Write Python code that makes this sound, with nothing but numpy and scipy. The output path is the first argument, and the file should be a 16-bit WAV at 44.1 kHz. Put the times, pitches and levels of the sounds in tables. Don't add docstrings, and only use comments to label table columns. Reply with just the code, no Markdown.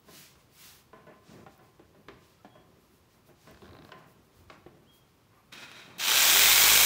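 import sys
import numpy as np
from scipy import signal
from scipy.fft import rfft, irfft, next_fast_len
from scipy.io import wavfile
from scipy.ndimage import uniform_filter1d

SR = 44100
rng = np.random.default_rng(int(sys.argv[2]) if len(sys.argv) > 2 else 0)


def store_pcm(level_fs):
    pcm = np.round(np.clip(level_fs, -1, 1) * 32767).astype(np.int16)
    wavfile.write(sys.argv[1], SR, np.atleast_2d(pcm).T)


def boost(x):
    u = np.asarray(x, float) / 20
    return 10 ** u


N = 302085
T, SIZE = np.arange(N) / SR, next_fast_len(N)
HZ = np.arange(SIZE // 2 + 1) * SR / SIZE + 1e-3

# freq_hz, density_db (per Hz)
PORCH_SPECTRUM = [(15, -42), (25, -14), (68, -1.5), (123, 2.5), (284, -6), (372, -4.5), (693, -12.5),
                  (1100, -10.5), (1600, -17.5), (3320, -21), (8320, -30.5), (14700, -28.5), (15900, -35)]
PORCH_DB = -64.5
ROOM_T60_S, ROOM_DB = 0.75, -11

# start_s, length_s, held_pitch_hz, level_db, scoop_from_below_hz
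FAR_CALLS = [
    (2.02, .05, 3200, -77, 800),
    (2.38, .04, 1330, -68, 40),
    (2.49, 0.2, 3310, -69.5, 40),
    (4.83, .33, 3265, -66.5, 1000),
    (5.36, 0.12, 1200, -74, 40),
    (2.792, .08, 11350, -80, 40),
    (5.34, .08, 11390, -81, 40),
]
SCOOP_S, CALL_ATTACK_S, CALL_FADE_DB_PER_S = 0.056, 0.02, -78

# peak_s, rise_s, skin_hiss_db, dry_rustle_db
SLIDES = [(.178, 0.096, -53, -57), (.41, .04, -71.5, -75), (.643, 0.1, -54, -56), (1.32, 0.081, -64, -73),
          (1.52, 0.052, -71, -75), (1.66, 0.057, -75, -77), (2.27, 0.089, -69.5, -75),
          (2.83, 0.059, -77, -77), (2.95, .05, -77, -73), (3.13, .05, -71.5, -76), (3.28, .03, -71, -69.5),
          (3.45, 0.094, -65.5, -72.5), (3.63, .08, -70, -77), (3.75, 0.025, -75, -75),
          (3.86, .04, -68, -73), (3.99, 0.018, -71, -76), (4.1, .035, -74, -69.5), (4.255, 0.018, -82, -75),
          (4.38, .05, -70.5, -72), (4.51, 0.032, -68, -81), (4.95, 0.036, -71, -67), (5.36, .04, -81, -84)]
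# freq_hz, density_db (per Hz)
SKIN_SPECTRUM = [(900, -9), (1500, -3.5), (1900, -2.5), (2600, -1), (5000, -1), (7000, -4.5), (9000, -9.5),
                 (11000, -25)]
# freq_hz, density_db (per Hz)
RUSTLE_SPECTRUM = [(4710, -8), (8000, -8), (11200, -3), (12200, -3.5), (15100, -2.5), (15900, 4)]
REST_HISS_DB, REST_RUSTLE_DB = -77.5, -82

# peak_s, rise_s, rumble_db, scrape_db
PRESSES = [(.11, 0.068, -57.5, -62), (.38, 0.054, -64.5, -67), (.66, 0.085, -69, -62),
           (.97, .04, -58, -57.5), (1.1, 0.035, -54.5, -58), (1.35, 0.076, -50, -56.5),
           (1.62, 0.044, -60, -63), (1.83, 0.035, -65.5, -73), (1.97, 0.034, -58.5, -71),
           (2.13, .06, -56.5, -66), (2.58, 0.073, -61, -67), (2.72, 0.071, -62, -73), (2.95, .05, -64, -84),
           (3.17, .04, -67, -69), (3.31, 0.049, -61.5, -70), (3.51, 0.063, -56, -57),
           (3.68, 0.086, -54, -60.5), (3.82, 0.062, -57.5, -57), (3.97, 0.086, -57.5, -55),
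           (4.18, 0.032, -63, -79), (4.29, .03, -67, -79), (4.41, 0.046, -62, -67),
           (4.54, 0.042, -56.5, -57), (4.74, 0.06, -58, -78), (4.87, 0.038, -61.5, -76),
           (5.35, .06, -74, -63), (5.92, .08, -54, -54)]
# peak_s, rise_s, level_db
BENCH_THUDS = [(.4, .08, -71), (.7, 0.065, -68), (.95, .06, -72), (1.36, 0.064, -66), (1.52, .05, -67),
               (1.86, .06, -65), (2.11, 0.042, -58), (2.7, .06, -73), (3.53, .04, -67),
               (3.68, 0.076, -57.5), (4.21, .03, -68), (4.42, 0.079, -62), (4.63, .06, -72)]
# freq_hz, width_hz, level_db
BEAM_MODES = [(173, 300, 9), (357, 77, 3.5), (612, 44, 9), (1032, 33, 9.5), (1507, 13, -2),
              (1760, 25, -20.5), (1980, 34, -18)]
REST_RUMBLE_DB, REST_SCRAPE_DB, REST_THUD_DB = -76, -75, -80
PRESS_RELEASE, SLIDE_RELEASE = 1.88, 1.57

# start_s, peak_db, main_ring_hz, crack_db, rod_ring_share_db
KNOCKS = [(0.083, -46.5, 419, -63, -1), (0.355, -56, 467, -64, -11), (0.931, -42.5, 435, -61.5, 5),
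          (1.068, -42.5, 612, -64, 7), (1.294, -47, 185, -69, -7), (1.463, -38, 1043, -60, -21),
          (1.589, -48, 994, -78, -7), (1.793, -43, 327, -66, -23), (1.946, -50.5, 594, -70, -11),
          (2.084, -37, 402, -46, -14.5), (2.447, -38, 823, -56.5, -23), (2.553, -47, 600, -69, -2),
          (3.288, -45.5, 342, -81, -20), (3.472, -43.5, 157, -60, -3), (3.623, -46, 356, -69, -10),
          (3.919, -38.5, 1022, -47, -2.5), (4.499, -39.5, 1130, -47.5, -15),
          (4.662, -34.5, 359, -72, -33.5), (4.769, -52, 375, -80, -21)]
# freq_hz, level_db
WOOD_MODES = [(156, 3.5), (350, 0), (425, -0.5), (522, -5), (620, -2), (780, 2.5), (1350, -4), (1740, -5),
              (2320, -30), (2750, -9)]
# freq_hz, level_db, t60_s
ROD_MODES = [(648.4, -2.5, 0.24), (1003, -4.5, 0.29), (1036, -4.5, 0.36), (1493, -6.5, 0.24),
             (1741, -10.5, 0.22), (1988, -11.5, .2)]
FREE_T60_S, HAND_DAMPING = 0.24, 0.4

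# start_s, peak_db, ring_hz
NUT_SLIPS = [(3.5443, -57, 3640), (3.5717, -57, 2600), (3.6189, -51.5, 2560), (3.632, -61, 3900),
             (3.643, -55, 3620), (3.655, -54, 3620), (3.6655, -56, 3580), (3.678, -56, 3900),
             (3.69, -53, 3950), (3.7089, -56, 3920), (3.7314, -55, 3930), (3.7495, -53.5, 2610),
             (3.7665, -53, 2620), (3.7872, -51, 3800), (3.8212, -52, 3940), (3.8481, -49.5, 3910),
             (3.8905, -52, 2660), (3.917, -51, 3220)]
# start_s, peak_db, ring_hz
SMALL_TICKS = [(0.1101, -47, 15000), (0.398, -60, 9050), (1.5778, -50, 15000), (2.0827, -58, 14300),
               (3.5114, -50, 13900), (3.6197, -59, 13300), (3.708, -62, 12100), (3.7414, -62, 15000),
               (3.8477, -58, 12300), (3.8841, -58, 15000), (3.9898, -64, 14900), (4.0736, -58, 14900),
               (4.4418, -58, 15000)]

# time_s, level_db
IDLE_LEVEL = [
    (5.51, -90),
    (5.526, -45.5),
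    (5.58, -50),
    (5.636, -45.5),
    (5.672, -54),
    (5.796, -50.5),
    (5.974, -62.5),
    (5.981, -62),
]
# start_s, peak_db
IDLE_CLACKS = [
    (5.5258, -28),
    (5.5351, -23.5),
    (5.603, -34),
    (5.7162, -28),
    (5.8, -40),
    (5.889, -38),
]
# freq_hz, density_db (per Hz)
IDLE_SPECTRUM = [(88, -10), (150, -1.5), (235, -1), (334, -2), (414, -5.5), (1750, -1.5), (2540, -1),
                 (2800, -4), (3830, -5), (4300, -9.5), (15900, -30)]
# freq_hz, width_hz, level_db
CASING_MODES = [(1005, 23, -4), (1430, 130, 4), (1600, 24, -19), (1870, 35, -10), (2520, 120, 6.5),
                (3220, 120, 2), (3790, 170, 6), (4580, 94, -22)]
IDLE_TREBLE_DB, IDLE_DULLING_DB_PER_S = -6, -7
TRIGGER_S, TRIGGER_DB = 5.983, -41.5

# time_s, rattle_db
RUN_LEVEL = [
    (5.984, -50),
    (5.996, -35),
    (6.086, -26),
    (6.2, -22.5),
    (6.424, -22),
    (6.85, -21.5),
]
# time_s, blade_strokes_per_s
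SPEED = [(5.975, 13), (6.1, 28.5), (6.2, 37.5), (6.3, 43), (6.38, 45.7), (6.44, 47.2), (6.6, 50.3),
         (6.73, 52.1), (6.85, 53.2)]
# freq_hz, density_db (per Hz)
RATTLE_SPECTRUM = [(65, -51), (110, -23), (547, -12.5), (945, -6), (1300, -8.5), (1630, -5.5), (1730, -9),
                   (2210, -4), (2820, -6.5), (3480, -2.5), (4790, -6.5), (7390, -7.5), (10000, -24),
                   (13000, -35), (22000, -120)]
# freq_hz, width_hz, level_db
HOUSING_MODES = [(1540, 340, -5), (2540, 360, 2.5), (3210, 340, 2), (3790, 270, 3.5), (5870, 280, -6),
                 (6700, 160, -17)]
# freq_hz, density_db (per Hz)
FAN_SPECTRUM = [(4710, -7), (8000, -4), (10300, -9.5), (13700, -4), (15000, -0.5), (15900, -7)]
# multiple_of_stroke_rate, level_db
STROKE_HARMONICS = [(1, 0.5), (2, -8.5), (3, -6.5), (4, -11.5), (5, -23), (6, -15), (7, -9), (8, -5),
                    (9, -5.5)]
GEAR_TEETH, BRUSH_PASSES, TOP_SPEED = 43.8, 329.0, 53.0
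GEAR_DB, GEAR_LIFT_DB, GEAR_LIFT_SPEED, GEAR_LIFT_WIDTH = -18, 10.5, 43, 2.4
FAN_DB, FAN_POWER = 0.7, 0.91
SHAKE_DB, SHAKE_POWER = -24.5, 1.2
HOUSING_DB, HOUSING_POWER = -9, -0.69


def unit(x):
    return x / np.sqrt(np.mean(x ** 2))


def colour(x, points):
    hz, db = np.transpose(points)
    gain = boost(np.interp(np.log(HZ), np.log(hz), db, -90, -90))
    return unit(irfft(rfft(x, SIZE) * gain, SIZE)[:N])


def resonate(x, modes):
    response = sum(boost(db) / (1 + 1j * (HZ ** 2 - f ** 2) / (HZ * width)) for f, width, db in modes)
    return unit(irfft(rfft(x, SIZE) * response, SIZE)[:N])


def walk(rate):
    hold = int(SR / rate)
    steps = np.repeat(rng.standard_normal(N // hold + 1), hold)
    return unit(uniform_filter1d(uniform_filter1d(steps, hold), hold)[:N])


def grit(spread_db):
    return rng.standard_normal(N) * boost(spread_db * np.minimum(rng.exponential(size=N), 4.5))


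def curves(table):
    s, *columns = np.transpose(table)
    gate = uniform_filter1d(1.0 * (T >= s[0]) * (T <= s[-1]), 200)
    return [gate] + [np.interp(T, s, c) for c in columns]


def swells(table, release, rests_db):
    power = boost(np.array(rests_db))[:, None] ** 2 * np.ones(N)
    for s, rise, *db in table:
        span = slice(max(int((s - 2 * rise) * SR), 0), int((s + 2 * rise * release) * SR))
        x = (T[span] - s) / np.where(T[span] < s, rise, rise * release)
        power[:, span] += boost(np.array(db)[:, None] - 12 * x ** 2) ** 2
    return np.sqrt(power)


def add(out, s, x):
    i = int(s * SR)
    out[i:i + len(x)] += x[:N - i]


def ring(hz, t60, phase=0.0, size=SR // 4):
    t = T[:size]
    return np.sin(2 * np.pi * hz * t + phase) * np.exp(-np.log(1000) * t / t60)


def porch():
    return boost(PORCH_DB + 0.27 * walk(3.1)) * colour(rng.standard_normal(N), PORCH_SPECTRUM)


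def whistles():
    out = np.zeros(N)
    flutter, waver = boost(4.0 * walk(75)), 1 + 0.007 * walk(170)
    for s, length, hz, db, scoop_hz in FAR_CALLS:
        t = T[:int(length * SR)]
        span = slice(int(s * SR), int(s * SR) + len(t))
        pitch = (hz - scoop_hz * np.clip(1 - t / SCOOP_S, 0, 1)) * waver[span]
        attack_s = CALL_ATTACK_S + SCOOP_S * scoop_hz / 900
        shape = np.clip(t / attack_s, 0, 1) ** 1.1 * signal.windows.tukey(len(t), 0.15)
        level = boost(db + 4.5 + CALL_FADE_DB_PER_S * t)
        add(out, s, shape * level * flutter[span] * np.sin(2 * np.pi * np.cumsum(pitch) / SR))
    return out


def palms():
    hiss, rustle = swells(SLIDES, SLIDE_RELEASE, [REST_HISS_DB, REST_RUSTLE_DB])
    skin = boost(1.1 * walk(43)) * colour(grit(0.87), SKIN_SPECTRUM)
    cloth = boost(1.1 * walk(40)) * colour(grit(1.7), RUSTLE_SPECTRUM)
    return hiss * skin + rustle * cloth


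def hands():
    rumble, scrape = swells(PRESSES, PRESS_RELEASE, [REST_RUMBLE_DB, REST_SCRAPE_DB])
    thud = swells(BENCH_THUDS, PRESS_RELEASE, [REST_THUD_DB])[0]
    beam = resonate(grit(2.2), BEAM_MODES)
    bench = colour(rng.standard_normal(N), [(30, -26), (48, -4), (85, 3.5), (120, -9)])
    low = colour(beam, [(70, -8), (120, 7.5), (550, 1.0), (800, -23)])
    rubbed = beam + 1.8 * rng.standard_normal(N)
    high = colour(rubbed, [(500, -25), (750, 7.5), (1900, 2.5), (2800, -1)])
    low = low * boost(-2.0 + 2.3 * walk(25.09))
    high = high * boost(-4.5 + 1.6 * walk(26.98))
    return thud * bench + rumble * low + scrape * high


def knocks():
    out = np.zeros(N)
    crack = colour(rng.standard_normal(N), [(700, -16), (1200, 3.0), (2500, -4.0), (5000, -13.5), (8000, -28)])
    joints = resonate(rng.standard_normal(N), BEAM_MODES)
    joints = colour(joints, [(40, -22), (200, 8.5), (1500, 1), (3000, 4.5), (6000, -20)])
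    for (s, db, hz, crack_db, rod_db), chance in zip(KNOCKS, rng.random((len(KNOCKS), 20))):
        t60 = FREE_T60_S * boost(HAND_DAMPING * rod_db)
        x = ring(hz, t60 * min(420 / hz, 1) ** 1.15)
        t = T[:len(x)]
        for (f, g), u in zip(WOOD_MODES, chance):
            near_db = g - 4.5 - 4.8 * abs(np.log2(f / hz))
            x += boost(near_db) * ring(f * (1 + 0.13 * (u - 0.5)), t60 * (400 / f) ** 0.27, 2 * np.pi * u)
        for (f, g, rod_t60), u in zip(ROD_MODES, chance[len(WOOD_MODES):]):
            x += boost(g + rod_db) * ring(f, rod_t60, 2 * np.pi * u)
        start = int(chance[-1] * N / 2)
        span = slice(start, start + len(t))
        shudder = joints[span] * np.exp(-np.log(1000) * t / (1.93 * t60))
        x = x / np.abs(x).max() + 0.22 * shudder
        add(out, s, boost(db) * x * (1 - np.exp(-t / 0.0011)))
        burst = np.exp(-t / 0.0034) + 0.16 * np.exp(-t / 0.04)
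        onset = 1 - np.exp(-(t / 0.00045) ** 2)
        add(out, s, boost(crack_db + 6.0) * crack[span] * burst * onset)
    return out


def creak():
    out, jolt = np.zeros(N), np.zeros(N)
    t, slip = T[:1500], rng.standard_normal(N)
    size = len(t)
    ticks = colour(rng.standard_normal(N),
                   [(500, -14), (1300, 7), (2500, -2.0), (3900, 7.5), (5200, -4), (6500, -20)])
    onset = 1 - np.exp(-(t / 0.00056) ** 2)
    for (s, db, hz), u in zip(NUT_SLIPS, rng.random(len(NUT_SLIPS))):
        start = int(u * N / 2)
        x = 0.75 * ring(hz, 0.011, size=size)
        x += 0.6 * ring(13600 * (1 + 0.15 * (u - 0.5)), 0.006, size=size)
        x += 1.05 * ticks[start:start + size] * np.exp(-t / 0.0032)
        add(out, s, boost(db) * x * onset)
        add(jolt, s, boost(db) * np.hanning(260) * slip[start:start + 260])
    for s, db, hz in SMALL_TICKS:
        x = ring(hz, 0.0065, size=size) + 0.49 * ring(hz * 0.77, 0.005, size=size)
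        add(out, s, boost(db) * x)
    beam = colour(resonate(jolt, BEAM_MODES), [(60, -2), (1800, 2), (5000, -24)])
    return out + boost(-72.0) * beam


def idle():
    gate, db = curves(IDLE_LEVEL)
    treble_db = IDLE_TREBLE_DB + IDLE_DULLING_DB_PER_S * np.clip(T - IDLE_LEVEL[0][0], 0, 1)
    strikes = gate * boost(db + 0.92 * walk(120)) * grit(2.05)
    for s, peak_db in IDLE_CLACKS:
        clack = np.gradient(rng.standard_normal(400)) * np.exp(-T[:400] / 0.0015)
        add(strikes, s, boost(peak_db - 4.0) * clack)
    scale = np.sqrt(np.mean(strikes ** 2))
    body = colour(strikes, IDLE_SPECTRUM) + 0.55 * resonate(strikes, CASING_MODES)
    fizz = colour(grit(2.4), [(4200, -17), (5200, 6), (6300, 2), (7500, -3), (11000, -16), (14500, -9),
                              (15900, -4)])
    return boost(-5.0) * scale * body + gate * boost(db + treble_db - 6.5) * fizz


def trigger():
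    out = np.zeros(N)
    add(out, TRIGGER_S, np.diff(rng.standard_normal(400)) * np.exp(-T[:399] / 0.002))
    return boost(TRIGGER_DB) * out


def saw():
    gate, db = curves(RUN_LEVEL)
    speed = curves(SPEED)[1]
    relative = speed / TOP_SPEED
    turn = 2 * np.pi * np.cumsum(speed * gate) / SR
    slaps = 0.8 * np.cos(turn) + 0.76 * np.cos(2 * turn + 1.06)
    slaps += 1.64 * np.cos(4 * turn + 0.29 * walk(30)) + 1.6 * walk(500)
    strikes = boost(slaps) * grit(0.99)
    housing = boost(HOUSING_DB) * relative ** HOUSING_POWER * resonate(strikes, HOUSING_MODES)
    rattle = colour(strikes, RATTLE_SPECTRUM) + housing
    fan = colour(boost(0.49 * slaps) * grit(0.92), FAN_SPECTRUM)
    gear_db = GEAR_DB + GEAR_LIFT_DB / (1 + np.exp((GEAR_LIFT_SPEED - speed) / GEAR_LIFT_WIDTH))
    gear_size = np.clip(speed / 30, 0, 1) * boost(1.4 * slaps + 2.1 * walk(220) + 0.88 * walk(25) - 3.5)
    gear = gear_size * np.sin(GEAR_TEETH * turn + 1.3 * np.sin(turn) + 1.26 * walk(150))
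    brush_size = np.clip(speed / 45, 0, 1) ** 8 * boost(3.0 * walk(200))
    brushes = brush_size * np.sin(BRUSH_PASSES * turn + 1.6 * walk(250))
    wobble, shake = walk(8), np.zeros(N)
    for k, g in STROKE_HARMONICS:
        bass_fade = np.clip(k * speed / 47, 0, 1) ** 6
        level = boost(g + 0.4 * k ** 0.79 * np.roll(wobble, k * SR // 2))
        shake += bass_fade * level * np.sin(k * (turn + 0.096 * wobble))
    mix = rattle + boost(gear_db) * gear
    mix += boost(FAN_DB) * relative ** FAN_POWER * (fan + 0.47 * brushes)
    mix += boost(SHAKE_DB) * relative ** SHAKE_POWER * shake
    return gate * boost(db) * mix


def scene():
    near = knocks() + trigger() + creak() + idle() + saw() + whistles()
    t = T[:SR // 2]
    tail = rng.standard_normal(len(t)) * np.exp(-np.log(1000) * t / ROOM_T60_S) * (t > 0.004)
    tail = signal.lfilter([1], [1, -0.5], tail)
    echo = signal.fftconvolve(near, tail / np.sqrt(np.sum(tail ** 2)))[:N]
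    return np.tile(near + boost(ROOM_DB) * echo + hands() + palms() + porch(), (2, 1))


def roll_off(x):
    return signal.sosfilt(signal.butter(12, 16430, fs=SR, output="sos"), x)


def record(dry):
    soft = np.tanh(1.7 * dry) / 1.7
    top_cut = np.clip((15735 - HZ) / 60, 0, 1)
    mix = irfft(rfft(soft, SIZE) * top_cut, SIZE)[:, :N]
    return roll_off(mix)


dry = scene()
out = record(dry)
store_pcm(out)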